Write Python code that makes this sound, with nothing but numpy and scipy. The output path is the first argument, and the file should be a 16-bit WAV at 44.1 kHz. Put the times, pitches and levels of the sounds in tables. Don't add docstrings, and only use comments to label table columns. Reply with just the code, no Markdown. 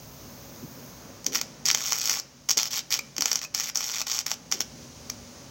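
import sys
import numpy as np
from scipy import signal
from scipy.fft import rfft, irfft
from scipy.io import wavfile
from scipy.ndimage import uniform_filter1d

SR = 44100
rng = np.random.default_rng(int(sys.argv[2]) if len(sys.argv) > 2 else 0)


def file_out(sig):
    cols = np.atleast_2d(sig).T
    lim = np.clip(cols, -1, 1)
    pcm = np.round(lim * 32767).astype(np.int16)
    wavfile.write(sys.argv[1], SR, pcm)


N = 242550
TIME = np.arange(N) / SR

# (time [s], relative level [dB], midrange weight [dB])
POPS = [(1.2451, -19.5, -1), (1.2654, -0.5, 0), (1.3544, -3.5, -3), (1.358, -6, 13.5), (1.4143, -4, 0),
        (1.6564, -5.5, -10), (1.6627, -2.5, -16), (1.6868, -1, 3), (1.7023, -2, 16), (1.7135, -1, -2),
        (1.7479, 1.5, 8.5), (1.9225, -3, 9), (1.9312, -5.5, 4), (2.057, -5.5, -1.5), (2.0966, 0.5, 2.5),
        (2.49, -4.5, 2), (2.495, -2.5, 0.5), (2.5072, 0, 1), (2.513, -1.5, 4), (2.5732, -1.5, 5),
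        (2.579, -1, -10), (2.6316, -5.5, 2), (2.9407, -3.5, -1.5), (3.166, -14, 3.5), (3.1821, -5.5, 7),
        (3.2086, -3, 5), (3.2222, 0, 0.5), (3.2577, 0, 4.5), (3.3164, -2, 3.5), (3.3306, -4.5, 0),
        (3.3573, -2.5, 2), (3.5482, -3, -2.5), (3.5993, -6.5, 2.5), (3.7572, -5, 0.5), (3.7731, -4, -6),
        (4.1157, -7, -13), (4.19, -5, 0.5), (4.2654, -6, 5), (4.3159, -4.5, 7.5), (4.516, -7.5, -2),
        (4.524, -2.5, 8), (4.606, -2.5, 4), (5.1005, -12, -20)]
# (start [s], end [s], steady arc level [dB], flare centre [s], flare rise [dB], droplet scatter [dB])
BURNS = [(1.321, 1.399, -46, 1.36, 19.5, 1), (1.651, 1.733, -36.5, 1.672, 10, 7),
         (1.742, 2.201, -31.5, 2.118, 7, 4.5), (2.487, 2.533, -38, 2.5, 8, 4),
         (2.574, 2.684, -36, 2.58, 11, 5.5), (2.705, 2.806, -35, 2.765, 8.5, 8),
         (2.905, 2.981, -36.5, 2.925, 10.5, 1), (3.207, 3.397, -38.5, 3.28, 6.5, 3.5),
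         (3.414, 3.453, -39.5, 3.44, 6, 2), (3.541, 3.699, -33, 3.55, 1.5, 3.5),
         (3.748, 4.022, -32, 4.01, 1.5, 2), (4.063, 4.212, -33, 4.13, 4, 3),
         (4.26, 4.343, -36.5, 4.32, 1, 3.5), (4.514, 4.592, -46, 4.52, 16, 3),
         (4.601, 4.622, -35, 4.605, 5.5, 2)]
# (frequency [Hz], relative level [dB])
POP_SPECTRUM = [(150, -30.5), (500, -19.5), (1150, -15.5), (2300, -15.5), (2650, -18), (3050, -13.5),
                (3900, -19), (4800, -5.5), (5700, 0.5), (7500, -8), (8200, -23.5), (9800, -29.5),
                (11800, -20), (15400, -16.5)]
# (frequency [Hz], relative level [dB])
SIZZLE_SPECTRUM = [(150, -30.5), (500, -23.5), (1150, -13.5), (2300, -10.5), (2650, -11), (3050, -9),
                   (3900, -8), (4800, -6), (5700, -1.5), (7600, -8.5), (8200, -20.5), (9800, -29),
                   (11800, -19), (15400, -15.5)]
# (frequency [Hz], relative level [dB], 60 dB decay time [s])
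FRAME_MODES = [(866, 11.5, 0.033), (1250, -10, 0.014), (2130, -48, 0.041), (3140, 11, 0.019),
               (4400, -13, 0.032), (5540, -4, .05), (6580, 13.5, 0.019)]
# (time [s], level [dB], ring frequency [Hz], ring level set against scrape [dB])
CLINKS = [(2.9894, -23.5, 2440, -1.5), (3.449, -39, 2520, 9.5), (4.014, -30, 2550, 3),
          (5.097, -28.5, 2400, -7)]
# (time [s], level [dB], centre frequency [Hz], length [s])
BUMPS = [(0.617, -40, 180, 0.048), (1.26, -43, 314, 0.096), (1.693, -50, 223, 0.049),
         (2.567, -43, 298, 0.02), (3.178, -43.5, 270, 0.056), (4.529, -48, 302, 0.098)]
# (delay [s], level against direct sound [dB])
ECHOES = [(.00089, -10), (.00166, -22), (.00213, -19), (.0089, -23), (.0176, -23)]
# (time [s], rumble level [dB], hiss level [dB])
BACKGROUND_LEVELS = [(0, -49.5, -51.5), (.75, -47, -51), (1.6, -49.5, -52.5), (2.3, -56.5, -57.5),
                     (3.0, -53.5, -53.5), (3.8, -57, -62), (4.8, -49.5, -49.5), (5.5, -49.5, -50)]
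# (frequency [Hz], relative level per hertz [dB])
RUMBLE_SPECTRUM = [(25, -28), (55, -22), (100, -5.5), (135, 0), (195, -4), (245, 1), (320, -7.5),
                   (450, -9.5), (560, -7), (690, -13), (1000, -14), (2500, -25.5), (5000, -62)]
# (frequency [Hz], relative level [dB])
HISS_SPECTRUM = [(1000, -29), (2200, -8.5), (3800, -7.5), (5000, -3), (5900, -0.5), (6700, -2), (7600, -14),
                 (9500, -16.5), (13000, -23), (15300, -13)]
# (frequency [Hz], rms level before wavering and sinking [dB])
HUM_LINES = [(60, -62.5), (141, -60.5), (241, -58.5), (560, -63.5), (6406, -62.5)]
# (time [s], low boom level [dB], midrange rush level [dB], thin high hiss level [dB])
AIR_LEVELS = [(0, -56, -62.5, -52), (.85, -59, -57.5, -50.5), (1.4, -67, -61.5, -67), (4.3, -75, -74, -82),
              (4.75, -54.5, -68, -76), (5.5, -55, -59.5, -72)]

PULSE_HZ, CREST_S = 120, .0072
LEAD = 160
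FLARE_S = 0.027
ATTACK_S, RELEASE_S = 0.0014, .003
SPIT_MAX_DB = -7
TOP_HZ = 15900


def undb(db):
    return 10 ** (np.asarray(db) / 20)


def unit(x):
    return x / np.sqrt(np.mean(x ** 2))


def curves(table):
    s, *columns = np.transpose(table)
    return [np.interp(TIME, s, column) for column in columns]


def add(out, s, sound):
    i = int(round(s * SR))
    out[i:i + len(sound)] += sound[:N - i]


def through(x, impulse_response):
    return signal.fftconvolve(x, impulse_response)[:len(x)]


def response(points, size=1024):
    hz, db = np.transpose(points)
    f = np.maximum(np.fft.rfftfreq(size, 1 / SR), 1)
    gain = undb(np.interp(np.log(f), np.log(hz), db))
    cepstrum = irfft(np.log(gain))
    cepstrum[1:size // 2] *= 2
    cepstrum[size // 2 + 1:] = 0
    h = irfft(np.exp(rfft(cepstrum)))
    return h / np.linalg.norm(h)


def band(x, lo_hz, hi_hz, order=2):
    edges_hz = [lo_hz, min(hi_hz, SR / 2 - 1)]
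    return signal.sosfilt(signal.butter(order, edges_hz, "band", fs=SR, output="sos"), x)


def walk(rate):
    k = int(SR / rate)
    steps = np.repeat(rng.standard_normal(N // k + 1), k)
    smooth = uniform_filter1d(uniform_filter1d(steps, k), k)
    return unit(smooth[:N])


def crack(db, body_db, tail_db=-9, tail_s=0.0035, swell_db=-13, swell_s=0.0028, body_hz=2300, vary_db=2.15):
    t = (np.arange(1024) - LEAD) / SR
    tail = rng.standard_normal(len(t)) * np.exp(-abs(t) / tail_s) * (t > 0)
    swell = rng.standard_normal(len(t)) * np.exp(-abs(t) / swell_s) * (t < 0)
    burst = (t == 0) + undb(tail_db) * tail / np.linalg.norm(tail)
    burst = burst + undb(swell_db) * swell / np.linalg.norm(swell)
    hz, level_db = np.transpose(POP_SPECTRUM)
    body = np.exp(-np.log(hz / body_hz) ** 2 / 2) * (hz < 2 * body_hz)
    level_db = level_db + body_db * body + vary_db * rng.standard_normal(len(hz))
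    return undb(db) * through(burst, response(np.transpose([hz, level_db])))


def pops(pop_db=5.5):
    out = np.zeros(N)
    for s, db, body_db in POPS:
        add(out, s - LEAD / SR, crack(db + pop_db, body_db))
    return out


def burning():
    out = np.zeros(N)
    for start, end, steady_db, flare_at, flare_db, _ in BURNS:
        attack = np.clip((TIME - start) / ATTACK_S, 0, 1)
        release = np.exp(-np.maximum(TIME - end, 0) / RELEASE_S)
        flare = np.exp(-.5 * ((TIME - flare_at) / FLARE_S) ** 2)
        out = np.maximum(out, attack * release * undb(steady_db + flare_db * flare))
    return out


def snaps(strength, jitter_s=0.0008, snap_db=20, body_spread_db=6):
    out, pop_times = np.zeros(N), np.transpose(POPS)[0]
    crests = np.arange(CREST_S, N / SR, 1 / PULSE_HZ)
    chance = rng.standard_normal((len(crests), 3))
    for start, end, *_, spit_db in BURNS:
        for crest, (late, size, body) in zip(crests, chance):
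            clear_of_pops = np.min(abs(pop_times - crest)) > .5 / PULSE_HZ
            if start < crest < end and clear_of_pops:
                arc_db = 20 * np.log10(strength[int(crest * SR)] + 1e-9)
                db = min(arc_db + snap_db + spit_db * size, SPIT_MAX_DB)
                add(out, crest + jitter_s * late - LEAD / SR, crack(db, body_spread_db * body))
    return out


def sizzle(strength, fry_db=-3, throb_db=2, grain_rate=2000, grain_db=4.0):
    size = undb(grain_db * np.clip(rng.standard_normal(N), -2, 2))
    sparks = (rng.random(N) < grain_rate / SR) * rng.standard_normal(N) * size
    throb = undb(throb_db * np.cos(2 * np.pi * PULSE_HZ * (TIME - CREST_S)))
    sparks = unit(sparks * throb)
    rest = through(strength * sparks, response(SIZZLE_SPECTRUM))
    out = 0
    for edge_hz in (1600, 2800, 4200, 5400, 6400, 9000, 18000):
        part = signal.sosfiltfilt(signal.butter(6, edge_hz, fs=SR, output="sos"), rest)
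        rest = rest - part
        out = out + part * undb(1.6 * walk(14) + 2.2 * walk(180))
    return undb(fry_db) * out


def frame(arc, ring_db=-50):
    t = TIME[:SR // 4]
    modes = sum(undb(db - 60 * t / t60) * np.sin(2 * np.pi * hz * t) for hz, db, t60 in FRAME_MODES)
    return undb(ring_db) * through(arc, modes)


def clinks(scrape_s=0.0021, ring_t60=0.013):
    out, t = np.zeros(N), TIME[:SR // 10]
    for s, db, hz, ring_db in CLINKS:
        touch = t / scrape_s * np.exp(.5 - .5 * (t / scrape_s) ** 2)
        rub = rng.standard_normal(len(t)) * touch
        scrape = through(rub, response(SIZZLE_SPECTRUM))
        ring = through(rub, np.sin(2 * np.pi * hz * t) * undb(-60 * t / ring_t60))
        add(out, s, undb(db) * (scrape + undb(ring_db) * ring / ring.max()))
    return out


def bumps(width=1.45):
    out, t = np.zeros(N), TIME[:SR // 3]
    for s, db, hz, length in BUMPS:
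        age = 2 * t / length
        noise = band(rng.standard_normal(len(t)), hz / width, hz * width)
        swell = noise * np.sqrt(age) * np.exp(-age)
        add(out, s, undb(db) * swell / np.sqrt(np.sum(swell ** 2) / (length * SR)))
    return out


def yard(x, wash_db=-13, t60=0.16, far_db=-24, far_t60=0.85, far_top_hz=3500):
    t = TIME[:SR]
    h = np.zeros(N)
    for db, decay_s, top_hz in ((wash_db, t60, 9000), (far_db, far_t60, far_top_hz)):
        noise = band(rng.standard_normal(len(t)), 240, top_hz, order=1)
        scatter = noise * undb(-60 * t / decay_s) * (t > .002)
        add(h, 0, undb(db) * scatter / np.linalg.norm(scatter))
    for s, db in ECHOES:
        add(h, s, undb([db]))
    return x + through(x, h[:SR])


def background(waver_db=2):
    rumble_db, hiss_db = curves(BACKGROUND_LEVELS)
    rumble = unit(through(rng.standard_normal(N), response(RUMBLE_SPECTRUM, size=8192))) * undb(walk(9))
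    hiss = through(rng.standard_normal(N), response(HISS_SPECTRUM)) * undb(.5 * walk(15))
    hum = 0
    for hz, db in HUM_LINES:
        tone = np.sqrt(2) * np.sin(2 * np.pi * hz * TIME + 0.29 * walk(7))
        hum = hum + undb(db + waver_db * walk(5.8)) * tone
    hum = hum * undb(0.7 * (rumble_db - rumble_db.max()))
    air = 0
    for db, (lo_hz, hi_hz) in zip(curves(AIR_LEVELS), ((50, 120), (450, 1560), (13800, 18200))):
        air = air + undb(db) * unit(band(rng.standard_normal(N), lo_hz, hi_hz))
    return undb(rumble_db) * rumble + undb(hiss_db) * hiss + air + hum


def scene():
    strength = burning()
    arc = pops() + snaps(strength) + sizzle(strength)
    welding = yard(arc + frame(arc) + clinks())
    return (welding + bumps() + background())[None]


def record(dry, ceiling=0.81, low_cut_hz=46):
    thin = signal.sosfilt(signal.butter(4, low_cut_hz, "high", fs=SR, output="sos"), dry)
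    rounded = thin / (1 + (thin / ceiling) ** 4) ** (1 / 4)
    return signal.sosfilt(signal.ellip(8, .2, 70, TOP_HZ, fs=SR, output="sos"), rounded)


dry = scene()
out = record(dry)
file_out(out)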